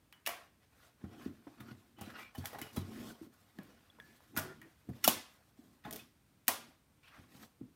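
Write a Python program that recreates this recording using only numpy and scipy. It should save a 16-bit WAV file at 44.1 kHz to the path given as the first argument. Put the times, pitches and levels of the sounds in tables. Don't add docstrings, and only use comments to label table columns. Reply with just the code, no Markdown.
import sys
import numpy as np
from scipy import signal
from scipy.fft import rfft, irfft, next_fast_len
from scipy.io import wavfile
from scipy.ndimage import uniform_filter1d, map_coordinates

SR = 44100
rng = np.random.default_rng(int(sys.argv[2]) if len(sys.argv) > 2 else 0)


def ratio(d):
    e = np.asarray(d, float) / 20
    return 10 ** e


def dump(signal):
    limited = np.clip(np.atleast_2d(signal).T, -1, 1)
    pcm = np.round(limited * 32767).astype(np.int16)
    wavfile.write(sys.argv[1], SR, pcm)


N = 341775

# frequency in Hz, level in dB.
LID_MODES = [(431, -6), (646, 1), (710, -2), (810, 0.5), (1075, -1), (1270, 0), (1450, -3), (1710, 1.5),
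             (1950, -1.5), (2350, -1), (2520, -3.5), (2900, 1), (3320, -3), (3920, -3.5)]


def unit(x):
    return x / np.sqrt(np.mean(x ** 2) + 1e-20)


def along(points, hz):
    f, v = np.transpose(points)
    return np.interp(np.log(hz + 1), np.log(f + 1), v)


def curves(rows):
    s, *cols = np.transpose(rows)
    return [np.interp(np.arange(N) / SR, s, c) for c in cols]


def wobble(rate_hz):
    knots = rng.standard_normal(int(N * rate_hz / SR) + 4)
    return map_coordinates(knots, [np.arange(N) * rate_hz / SR])


def filtered(x, response):
    m = next_fast_len(N + SR // 2)
    return irfft(rfft(x, m) * response(np.fft.rfftfreq(m, 1 / SR)), m)[..., :N]


def highpass(f, corner_hz):
    return 1j * f / (corner_hz + 1j * f)


def resonance(f, centre_hz, width_hz, db):
    return ratio(db) * 1j * f * width_hz / (centre_hz ** 2 - f * f + 1j * f * width_hz)


def onset(t, rise_s):
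    return 1 - np.exp(-t / rise_s)


def ring(t, hz, t60_s, rise_s):
    return np.sin(2 * np.pi * hz * t) * ratio(-60 * t / t60_s) * onset(t, rise_s)


def noise(spectrum, grit_db=0, patchy_db=0):
    grains = rng.standard_normal(N) * ratio(grit_db * rng.exponential(size=N))
    z = signal.stft(grains, nperseg=512)[2]
    field = uniform_filter1d(rng.standard_normal(z.shape), size=4, axis=0)
    field = uniform_filter1d(field, size=7, axis=1)
    patchy = signal.istft(z * ratio(patchy_db * unit(field)), nperseg=512)[1][:N]
    return unit(filtered(patchy, lambda hz: ratio(along(spectrum, hz))))


def causal(spectrum):
    size = 1024
    cep = irfft(np.log(ratio(along(spectrum, np.fft.rfftfreq(size, 1 / SR))) + 1e-4), size)
    cep[1:size // 2] *= 2
    cep[size // 2 + 1:] = 0
    pulse = irfft(np.exp(rfft(cep)), size)[:size // 2]
    return pulse / np.linalg.norm(pulse)


def band(contacts, rise_s, crack_db, slap_db, far_db):
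    # frequency in Hz, level in dB per Hz.
    rubber_colour = [(880, -41.5), (1500, -15.5), (3410, -4.5), (4050, -7.5), (5530, -4.5), (7770, -7.5),
                     (9890, -3.5), (12300, -3), (13600, 0.5), (16000, -5.5), (16500, -31.5)]
    lid_reach = 0.45
    t = np.arange(SR // 8) / SR
    n = len(t)
    rubber, wood = np.zeros((2, N + SR)), np.zeros((2, N + SR))
    lid_hz, lid_db = np.transpose(LID_MODES)
    sines = np.sin(2 * np.pi * lid_hz[:, None] * t)
    for s, db, wood_db, hz, flutter_s, wood_s in contacts:
        at = round(s * SR)
        chance, modes = rng.standard_normal((3, n)), rng.standard_normal((2, len(lid_hz)))
        uneven = unit(uniform_filter1d(chance[2], size=40))
        shake = ratio(1.5 * uneven - 60 * t / flutter_s) * onset(t, rise_s)
        rubber[0, at:at + n] += ratio(db - 9) * shake * chance[0]
        rubber[0, at + 12] += ratio(db + crack_db)
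        rubber[1, at] += ratio(db - 6.5) * np.linalg.norm(shake)

        nearness = np.exp(-(np.log(lid_hz / hz) / lid_reach) ** 2)
        woken = ratio(lid_db + 2 * modes[0]) * np.sign(modes[1]) * nearness
        lid = ring(t, hz, wood_s, rise_s)
        lid += ratio(-9) * woken @ sines * ratio(-60 * t / (1.6 * wood_s)) * onset(t, rise_s)
        bandpass = signal.butter(2, [hz / 2, hz * 2.13], "band", fs=SR)
        slap = ratio(slap_db) * shake * unit(signal.lfilter(*bandpass, chance[1]))
        wood[0, at:at + n] += ratio(db + wood_db) * (lid + slap)
        smooth = unit(ring(t, hz, 0.0019, 0.00012)) / np.sqrt(n)
        wood[1, at:at + n] += ratio(db + wood_db + far_db) * np.linalg.norm(lid + slap) * smooth
    bright = signal.fftconvolve(rubber, causal(rubber_colour)[None], axes=1)[:, :N]
    return bright + filtered(wood[:, :N], lambda f: highpass(f, 350) ** 2)


def snaps_taps_and_scuffs():
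    # start in seconds, bright peak in dB, wood above it in dB, wood pitch in Hz.
    snap_rows = [(0.2628, -24.5, -1.5, 2730), (0.2644, -36.5, -14, 2440), (0.2708, -21.5, -9, 1980),
                 (0.2743, -19.5, -9.5, 610), (0.2914, -29, -6, 775), (4.364, -29, -1, 1450),
                 (4.3689, -32, -3, 1300), (4.372, -24.5, -10, 1400), (4.375, -22.5, -11, 1410),
                 (4.3795, -27, -10, 1700), (4.3835, -29, -9, 1500), (4.3868, -26, -11, 1400),
                 (4.3893, -26.5, -5.5, 646), (4.3947, -26, -19, 1470), (5.0404, -15, -16, 2100),
                 (5.043, -11.5, -18, 1400), (5.0467, -17, -14, 2900), (5.051, -19.5, -14, 1370),
                 (5.077, -5, -22, 1070), (5.081, -15, -17, 570), (5.085, -14, -9, 720),
                 (5.093, -21, -8, 1070), (5.909, -29, -19, 1960), (5.9268, -28.5, -22, 590),
                 (5.9331, -28.5, -21, 672), (5.9436, -37, -20, 687), (5.9556, -42, -27, 906),
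                 (5.96, -31, -28, 910), (5.9636, -36, -31, 900), (6.4805, -10, -12.5, 1880),
                 (6.4846, -16, -8.5, 1080), (6.4895, -19, -8, 890)]
    # the same four, then wood t60 in seconds.
    tap_rows = [(0.1254, -47.5, 3.5, 1790, 0.0078), (2.0104, -39, -11, 815, .02),
                (4.6274, -56, -5, 1860, 0.024), (2.449, -43, -7, 810, .02), (2.4235, -50, -7, 1700, .02),
                (2.456, -27, -11.5, 1710, 0.02), (2.615, -30, -12, 2140, 0.038),
                (2.7307, -45, -21, 1320, 0.0088), (3.339, -57, -19, 1680, 0.02),
                (3.5864, -51.5, 6, 1720, 0.0087), (3.588, -71.5, 19.5, 755, 0.036),
                (3.632, -52, -19, 1048, .015), (4, -54, -2, 1920, 0.022), (4.205, -59, 4, 845, 0.01),
                (4.6154, -48, -3, 1886, 0.052), (4.9335, -61.5, 1, 1920, 0.019),
                (7.6113, -72, 12, 764, .02)]
    scuff_rows = [(1.0394, -62.5, 15, 800), (1.2087, -68, 17.5, 1050), (1.469, -76, 28.5, 700),
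                  (1.602, -46.5, 0.5, 1270), (1.9848, -57, 7, 815), (2.0103, -39, -4, 790),
                  (2.0981, -63, 14, 1660), (6.468, -51.5, -6.5, 3000), (2.1898, -50, 2.5, 1220),
                  (2.348, -43, -0.5, 800), (2.378, -40.5, -29, 690), (2.4397, -49.5, 7, 806),
                  (2.465, -34.5, -15, 690), (2.5284, -44.5, 7, 485), (2.5453, -53, 13.5, 735),
                  (2.5844, -38.5, -1, 785), (2.6205, -43, -1.5, 3000), (2.761, -32, -6.5, 506),
                  (2.7675, -46.5, 8, 996), (4.889, -52.5, 3.5, 704), (3.985, -70.5, 21, 468),
                  (4.342, -78, 23, 800), (4.352, -53, -8, 2000), (5.031, -47, -6, 2000),
                  (0.253, -53, -3, 2700), (2.101, -54, -5, 1710), (5.838, -61, 6.5, 1880),
                  (5.8483, -50.5, 7.5, 1278), (5.8609, -63, 19, 826), (5.8797, -59, 6, 833),
                  (5.9898, -51, -5, 2500), (7.03, -64.5, 6, 2335), (7.4254, -55.5, -2.5, 1270)]
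    snap_flutter_s, snap_wood_s, tap_flutter_s = 0.018, 0.014, 0.023
    scuff_flutter_s, scuff_wood_s = 0.063, 0.06
    hits = [(*r, snap_flutter_s, snap_wood_s) for r in snap_rows]
    hits += [(*r, tap_flutter_s, wood_s) for *r, wood_s in tap_rows]
    drags = [(*r, scuff_flutter_s, scuff_wood_s) for r in scuff_rows]
    sharp = band(hits, rise_s=0.00046, crack_db=-3.0, slap_db=-6.5, far_db=-1.5)
    soft = band(drags, rise_s=0.0031, crack_db=-23, slap_db=-4.5, far_db=-8.5)
    return sharp + soft


def squeaks():
    # start in seconds, pitch in
    # Hz, peak in dB, t60 in seconds.
    struck_rows = [(0.127, 2970, -61.5, 0.2), (0.129, 3250, -59, .08), (.268, 692, -43, 0.36),
                   (.27, 1135, -47.5, 0.4), (.266, 2284, -45, .25), (0.267, 2870, -42, 0.11),
                   (.27, 1956, -43, 0.19), (1.965, 3010, -66, .2), (2.045, 3960, -61, .2),
                   (2.091, 1740, -56, .15), (2.09, 1340, -56, 0.17), (2.15, 1340, -52, .08),
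                   (2.35, 1760, -50, .06), (2.352, 3000, -50, .08), (2.379, 4500, -53, 0.09),
                   (2.585, 3920, -54, .08), (2.765, 3320, -48, .08), (4.368, 647, -44.5, 0.29),
                   (4.37, 1950, -49, 0.21), (4.37, 1680, -51, 0.37), (6.481, 1080, -37, 0.19),
                   (6.482, 715, -34.5, 0.14), (6.482, 2455, -35, 0.084), (5.085, 1070, -35, 0.18),
                   (3.691, 496, -58, 0.12), (1.599, 1230, -60, .3), (1.6, 3620, -55, 0.06),
                   (2.145, 2810, -61, 0.56), (2.35, 858, -58, 0.046), (2.767, 3950, -51, 0.18),
                   (5.85, 833, -43, 0.092), (5.849, 3560, -47.5, 0.043), (6.4812, 13400, -13, .012),
                   (4.03, 1723, -63, 0.62), (4.375, 1453, -49.5, 0.42), (4.4, 152.5, -49, 0.62),
                   (4.618, 1856, -55, 0.16), (5.042, 5500, -24.5, 0.034), (5.0776, 690, -9, 0.018),
                   (5.082, 2940, -22, 0.037),
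                   (4.3748, 13000, -19, .006), (5.0772, 13700, -11, .012), (5.0445, 11000, -22, .012),
                 (5.047, 2910, -28, .05), (5.048, 1370, -30, .06), (4.0, 3400, -44, .015),
                 (4.0, 1750, -37, .016), (4.004, 1670, -52, .12), (1.469, 950, -52, .04),
                 (1.469, 550, -48, .04), (5.85, 646, -48, .08), (6.4902, 1950, -28, .02),
                 (6.481, 8300, -30, .04), (3.9, 3400, -50, 0.023), (3.588, 1670, -55, .1),
                 (5.909, 1920, -47, .02), (2.457, 1900, -46, .04), (2.457, 3450, -47, 0.033),
                 (4.389, 12500, -29, .01), (4.355, 6500, -53, .05), (4.366, 1450, -36, 0.094)]
    # start in seconds, length in seconds, pitch in Hz, level in dB.
    held_rows = [(2.187, 0.093, 2350, -58.5), (4.425, 0.091, 371, -52), (2.618, .012, 2950, -54),
                 (2.66, .045, 2900, -62), (5.9, 0.032, 646, -53.5), (5.925, 0.037, 431, -52),
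                 (5.99, .012, 2560, -58), (5.99, .012, 3500, -59), (4.49, 0.033, 1400, -57),
                 (4.49, 0.036, 1800, -60), (2.53, .025, 1900, -57), (4.63, .05, 330, -59)]
    # start in seconds, length in seconds, pitch in Hz, level in dB.
    chafe_rows = [(7.032, .06, 2750, -67), (7.032, .05, 2480, -68), (7.1, .085, 1650, -66),
                  (7.11, .07, 1150, -66), (7.12, .06, 1380, -66), (7.11, .05, 1950, -68),
                  (2.185, .04, 1270, -56), (2.19, .03, 2050, -59), (2.535, .03, 780, -51),
                  (2.43, .03, 1700, -56), (2.0, .05, 2900, -61)]
    let_go_s = 0.11
    out, t = np.zeros(N + SR), np.arange(SR // 3) / SR
    rows = [(s, 0, hz, db, t60_s, 0.1) for s, hz, db, t60_s in struck_rows]
    rows += [(*r, let_go_s, 0.13) for r in held_rows]
    rows += [(*r, let_go_s, 0.3) for r in chafe_rows]
    for s, hold_s, hz, db, t60_s, waver in rows:
        stick = unit(uniform_filter1d(rng.standard_normal((2, len(t))), size=200, axis=1))
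        stick = stick * onset(t, 0.012)
        shape = ratio(-60 * np.maximum(t - hold_s, 0) / t60_s) * onset(t, min(0.003, t60_s / 30))
        tone = np.sin(2 * np.pi * (hz * t + waver * stick[1]))
        out[round(s * SR):][:len(t)] += ratio(db + 3.5 * stick[0]) * shape * tone
    return out[:N]


def twangs():
    # start in seconds, length in seconds, pitch in Hz, peak in dB.
    twang_rows = [
        (5.849, 0.1, 213, -53.5),
    ]
    tilt_db, fade_db = -1.5, -9.5
    out, t = np.zeros(N + SR), np.arange(SR // 4) / SR
    k = np.arange(2, 10)[:, None]
    for s, length_s, hz, db in twang_rows:
        come = map_coordinates(rng.standard_normal((10, 14)), [k + 0 * t, 45 * t + 0 * k])
        overtones = np.sin(2 * np.pi * (k * hz * t + rng.random(k.shape)))
        stack = (ratio(tilt_db * k + 2.7 * come) * overtones).sum(axis=0)
        level_db = db + fade_db * t / length_s - 450 * np.maximum(t - length_s, 0)
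        out[round(s * SR):][:len(t)] += ratio(level_db) * onset(t, 0.0037) * stack
    return out[:N]


def box():
    # start in seconds, peak in dB, box pitch in Hz, table above it in dB.
    thump_rows = [(1.039, -31.5, 185, -12.5), (1.26, -28, 257, -20.5), (1.468, -40.5, 287, -21.5),
                  (1.604, -40.5, 230, -10), (1.683, -47, 312, -21), (1.709, -43, 234, -8.5),
                  (2.011, -38.5, 198, -11), (2.073, -40, 256, -18), (2.38, -36.5, 250, -2),
                  (2.616, -41, 291, -8.5), (2.772, -25.5, 234, -6), (2.883, -39.5, 231, -24),
                  (3.213, -38.5, 292, -20), (3.265, -45, 228, -34), (3.587, -34, 196, -53),
                  (4.371, -30.5, 263, -10.5), (4.888, -29.5, 215, -10.5), (5.08, -23, 263, -25.5),
                  (5.589, -48, 262, -25), (5.853, -40, 151, -24), (5.875, -45, 235, -28),
                  (5.936, -46, 214.8, -25), (6.481, -34.5, 257.5, -23), (6.684, -56.5, 260, -15),
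                  (7.186, -53, 200, -1.5), (7.346, -51, 235, -9.5), (7.611, -35, 256, -17)]
    # frequency in Hz, level in dB, t60 in seconds.
    table_modes = [(94, -3, 0.21), (122.7, 7.5, 0.071)]
    push_db, push_s = 8.5, 0.017
    press_s = 0.003
    boom_s, boom_longer, boom_seated = 0.031, 0.11, 0.091
    out, t = np.zeros(N + SR), np.arange(SR // 4) / SR
    for s, db, hz, table_db in thump_rows:
        u = rng.standard_normal(4)
        t60_s = boom_s * ratio(-boom_longer * (db + 36.5) + boom_seated * (table_db + 10))
        boom = ring(t, hz, t60_s, 0.004)
        boom += ratio(push_db) * ring(t, hz, push_s, 0.004)
        boom += ratio(-7 + 1.5 * u[0]) * ring(t, 1.35 * hz, 0.8 * t60_s, 0.006)
        boom += ratio(-18.5 + u[1]) * ring(t, 500, 0.026, 0.0024)
        top = 0
        for (mode_hz, mode_db, mode_s), v in zip(table_modes, u[2:]):
            top = top + ratio(mode_db + 1.5 * v) * ring(t, mode_hz, mode_s, 0.006)
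        knock = ratio(db + 6.5) * boom + ratio(db + table_db + 8.0) * top
        out[round(s * SR):][:len(t)] += knock * onset(t, press_s)
    return filtered(out[:N], lambda f: highpass(f, 55) ** 2)


def moves(rows, rise_db_s, fall_db_s):
    t = np.arange(0, N, 64) / SR
    s, length_s, start_db, end_db = np.transpose(rows)[..., None]
    hold_db = start_db + (end_db - start_db) * np.clip((t - s) / length_s, 0, 1)
    before_s, after_s = np.maximum(s - t, 0), np.maximum(t - s - length_s, 0)
    return t, ratio(hold_db - rise_db_s * before_s - fall_db_s * after_s) ** 2 + 1e-13


def effort():
    # start in seconds, length in seconds, rumble at the start in dB, change to the end in dB.
    slide_rows = [(1.037, 0.2, -59, 3), (1.272, 0.14, -65.5, 0.5), (1.598, 0.17, -56, -7.5),
                  (1.782, 0.23, -69, -8), (1.981, 0.25, -59, -4), (2.397, 0.1, -56, -10),
                  (2.557, 0.11, -53.5, -15), (2.741, 0.074, -59, 10), (2.868, 0.12, -56, 11.5),
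                  (2.993, 0.12, -49.5, -1.5), (3.583, 0.23, -60, -13.5), (3.946, 0.2, -69.5, 3),
                  (4.299, 0.075, -68.5, 18.5), (4.413, 0.22, -67, 4), (4.896, 0.073, -51.5, -11.5),
                  (5.053, 0.13, -50, -6.5), (5.602, .17, -65.5, -5), (5.879, 0.2, -52, -16.5),
                  (6.495, 0.18, -61.5, -5.5), (7.193, 0.067, -61.5, -7), (7.292, 0.14, -71.5, 12.5),
                  (7.625, 0.06, -61, -14.5)]
    # start in seconds, length in seconds, rub at the end in dB, rub colour in Hz, cloth above it in dB.
    stroke_rows = [(0.615, 0.019, -70.5, 1400, -8), (0.727, 0.14, -66, 1400, -1.5),
                   (1, 0.13, -65, 1015, -8.5), (1.134, 0.13, -61, 1204, -7), (1.585, 0.13, -61, 1255, -9.5),
                   (1.986, 0.12, -57, 1323, -8.5), (2.135, 0.023, -56.5, 1300, -19),
                   (2.169, 0.027, -52, 1700, -7.5), (2.347, 0.11, -58, 1054, -4),
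                   (2.506, 0.16, -55.5, 800, -10), (2.667, 0.11, -64.5, 1430, 3),
                   (2.792, 0.31, -55, 1294, -3.5), (3.171, 0.066, -65, 940, -3),
                   (4.92, 0.12, -65.5, 1820, -2), (5.858, 0.12, -58, 1502, -7),
                   (7.037, 0.048, -65, 2290, -12.5), (7.101, 0.064, -62, 1697, -10.5),
                   (7.294, 0.14, -63.5, 1400, 0)]
    # as for the strokes, but the rub at the
    # start in dB.
    rustle_rows = [(.3, 0.14, -59, 1060, -11), (1.3, 0.19, -71, 1200, -8), (1.48, 0.27, -69, 830, -9),
                   (1.76, 0.18, -71.5, 1025, -4.5), (2.24, 0.089, -64.5, 2110, -29),
                   (3.33, 0.49, -71.5, 1345, -4), (3.6, 0.64, -70, 1400, -8.5), (4.02, 1, -73, 1780, -1.5),
                   (4.45, 0.32, -74.5, 1450, -19), (5.15, 0.34, -68, 1200, -3.5),
                   (5.58, .22, -72.5, 903, -2), (6.01, 0.068, -71, 1780, -23.5),
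                   (6.55, 0.18, -66, 1226, -5), (7.19, 0.072, -65.5, 1590, -8.5)]
    stroke_swell_db, cloth_swell_db = 7, 10
    settle_db = -7.5
    t, slide = moves([(s, n, db, db + d) for s, n, db, d in slide_rows], rise_db_s=497, fall_db_s=297.5)
    rub_rows = [(s, n, db - stroke_swell_db, db) for s, n, db, hz, up in stroke_rows]
    rub_rows += [(s, n, db, db + settle_db) for s, n, db, hz, up in rustle_rows]
    cloth_rows = [(s, n, db + up - cloth_swell_db, db + up) for s, n, db, hz, up in stroke_rows]
    cloth_rows += [(s, n, db + up, db + up + settle_db) for s, n, db, hz, up in rustle_rows]
    rub = moves(rub_rows, rise_db_s=599.5, fall_db_s=251)[1]
    cloth = moves(cloth_rows, rise_db_s=599.5, fall_db_s=251)[1]
    log_hz = np.log([row[3] for row in stroke_rows + rustle_rows])
    rub_hz = np.exp(log_hz @ rub / rub.sum(axis=0))
    gains = np.sqrt([slide.sum(axis=0), rub.sum(axis=0), cloth.sum(axis=0)])
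    return curves(np.transpose([t, *gains, rub_hz]))


def specks(rub_hz, count=3000):
    where, pitch = rng.random(count), rng.standard_normal(count)
    size = np.minimum(rng.exponential(size=count), 3)[:, None]
    at = (where * (N - 1)).astype(int)
    lid_hz = np.transpose(LID_MODES)[0]
    wanted_hz = rub_hz[at] * np.exp(0.45 * pitch)
    nearest = np.abs(np.log(wanted_hz)[:, None] - np.log(lid_hz)).argmin(axis=1)
    hz = lid_hz[nearest][:, None]
    k = np.arange(1300)
    grains = ratio(2.2 * size - 60 * k / SR * hz / 70) * np.sin(2 * np.pi * hz * k / SR)
    return unit(np.bincount((at[:, None] + k).ravel(), grains.ravel(), N + len(k))[:N])


def hands():
    # frequency in Hz, width in Hz, level in dB.
    hollow_modes = [(85, 100, -7), (129, 42, -1.5), (224, 32, 5.5), (342, 160, -1.5)]
    # frequency in Hz, level in dB per Hz.
    rub_colour = [(300, -23), (480, 1), (982, -4), (1300, -2.5), (2360, -7), (6000, -12.5), (7800, -45),
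                  (13200, -120)]
    # frequency in Hz, level in dB per Hz.
    cloth_colour = [(2060, -21), (3500, -2.5), (8000, -6.5), (10400, -7.5), (13000, -5.5), (14800, -7.5),
                    (16200, -19.5), (16500, -47)]
    # frequency in Hz, width in Hz, level in dB.
    skin_colours = [(800, 1200, -1), (1400, 1700, -5.5), (2700, 2300, 0)]
    lid_width_hz = 14
    drag_gain, rub_gain, cloth_gain, rub_hz = effort()
    lumps = wobble(30)

    def hollow_body(f):
        modes = sum((-1) ** k * resonance(f, *mode) for k, mode in enumerate(hollow_modes))
        return modes / (1 + (f / 450) ** 4)

    def lid_body(f):
        return sum((-1) ** k * resonance(f, hz, lid_width_hz, db) for k, (hz, db) in enumerate(LID_MODES))

    drag = unit(filtered(rng.standard_normal(N) * ratio(2.5 * wobble(50)), hollow_body))
    pressure = uniform_filter1d(np.abs(drag), size=700) + 0.3
    drag = unit(drag / pressure ** 0.82)

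    plain = noise(rub_colour, grit_db=1.3, patchy_db=3)
    colour = np.zeros(N)
    for hz, width_hz, db in skin_colours:
        nearness = np.exp(-(np.log(rub_hz / hz) / 0.94) ** 2)
        colour += nearness * ratio(db) * unit(filtered(plain, lambda f: resonance(f, hz, width_hz, 0)))
    sung = unit(filtered(colour, lid_body))
    rub = ratio(1.2 * lumps + 2 * wobble(140)) * (0.4 * plain + 0.55 * colour + 0.6 * sung)
    rub = unit(rub + 0.5 * specks(rub_hz))

    hiss = noise(cloth_colour, grit_db=0.5, patchy_db=2.5)
    cloth = unit(ratio(1.8 * lumps + 1.2 * wobble(120)) * hiss)
    return drag_gain * drag + rub_gain * rub + cloth_gain * cloth


def room(x):
    # frequency in Hz, t60 in seconds.
    decay_s = [(100, 0.18), (500, 0.37), (1400, 0.43), (3700, 0.41), (9700, 0.3), (16000, 0.2)]
    # frequency in Hz, level in dB.
    wall_colour = [(200, 0.5), (800, 1), (2500, -2.5), (6000, -5.5), (14000, -6.5)]
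    step, out = SR // 3, np.zeros(N + 2 * SR)
    for start in range(0, N, step):
        hz, t, z = signal.stft(rng.standard_normal(SR // 2), SR, nperseg=256)
        tail_db = along(wall_colour, hz)[:, None] - 60 * t / along(decay_s, hz)[:, None]
        tail = signal.istft(z * ratio(tail_db), SR, nperseg=256)[1]
        tail = tail * onset(np.arange(len(tail)) / SR, 0.00051)
        wet = signal.fftconvolve(x[start:start + step], tail / np.linalg.norm(tail))
        out[start:start + len(wet)] += wet
    return out[:N]


def air():
    # frequency in Hz, level in dB per Hz.
    air_colour = [(15, -49.5), (25, -15.5), (65, 3.5), (108, 0), (304, -6), (410, -13.5), (2270, -21),
                  (7510, -28), (8830, -24), (10100, -29), (14000, -27), (15200, -27), (16500, -45.5)]
    return ratio(-70 + 0.38 * wobble(3.4)) * noise(air_colour)


def scene():
    near, far = snaps_taps_and_scuffs()
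    knocks = box()
    wet = room(ratio(-5.0) * far + ratio(-9.0) * knocks)
    return (near + squeaks() + twangs() + knocks + hands() + wet + air())[None]


def low_pass(x):
    return signal.sosfilt(signal.butter(12, 16810, fs=SR, output="sos"), x)


def record(dry):
    thin = filtered(dry, lambda f: highpass(f, 30) ** 3 / (1 + (f / 16400) ** 80))
    return low_pass(thin)


dry = scene()
out = record(dry)
dump(out)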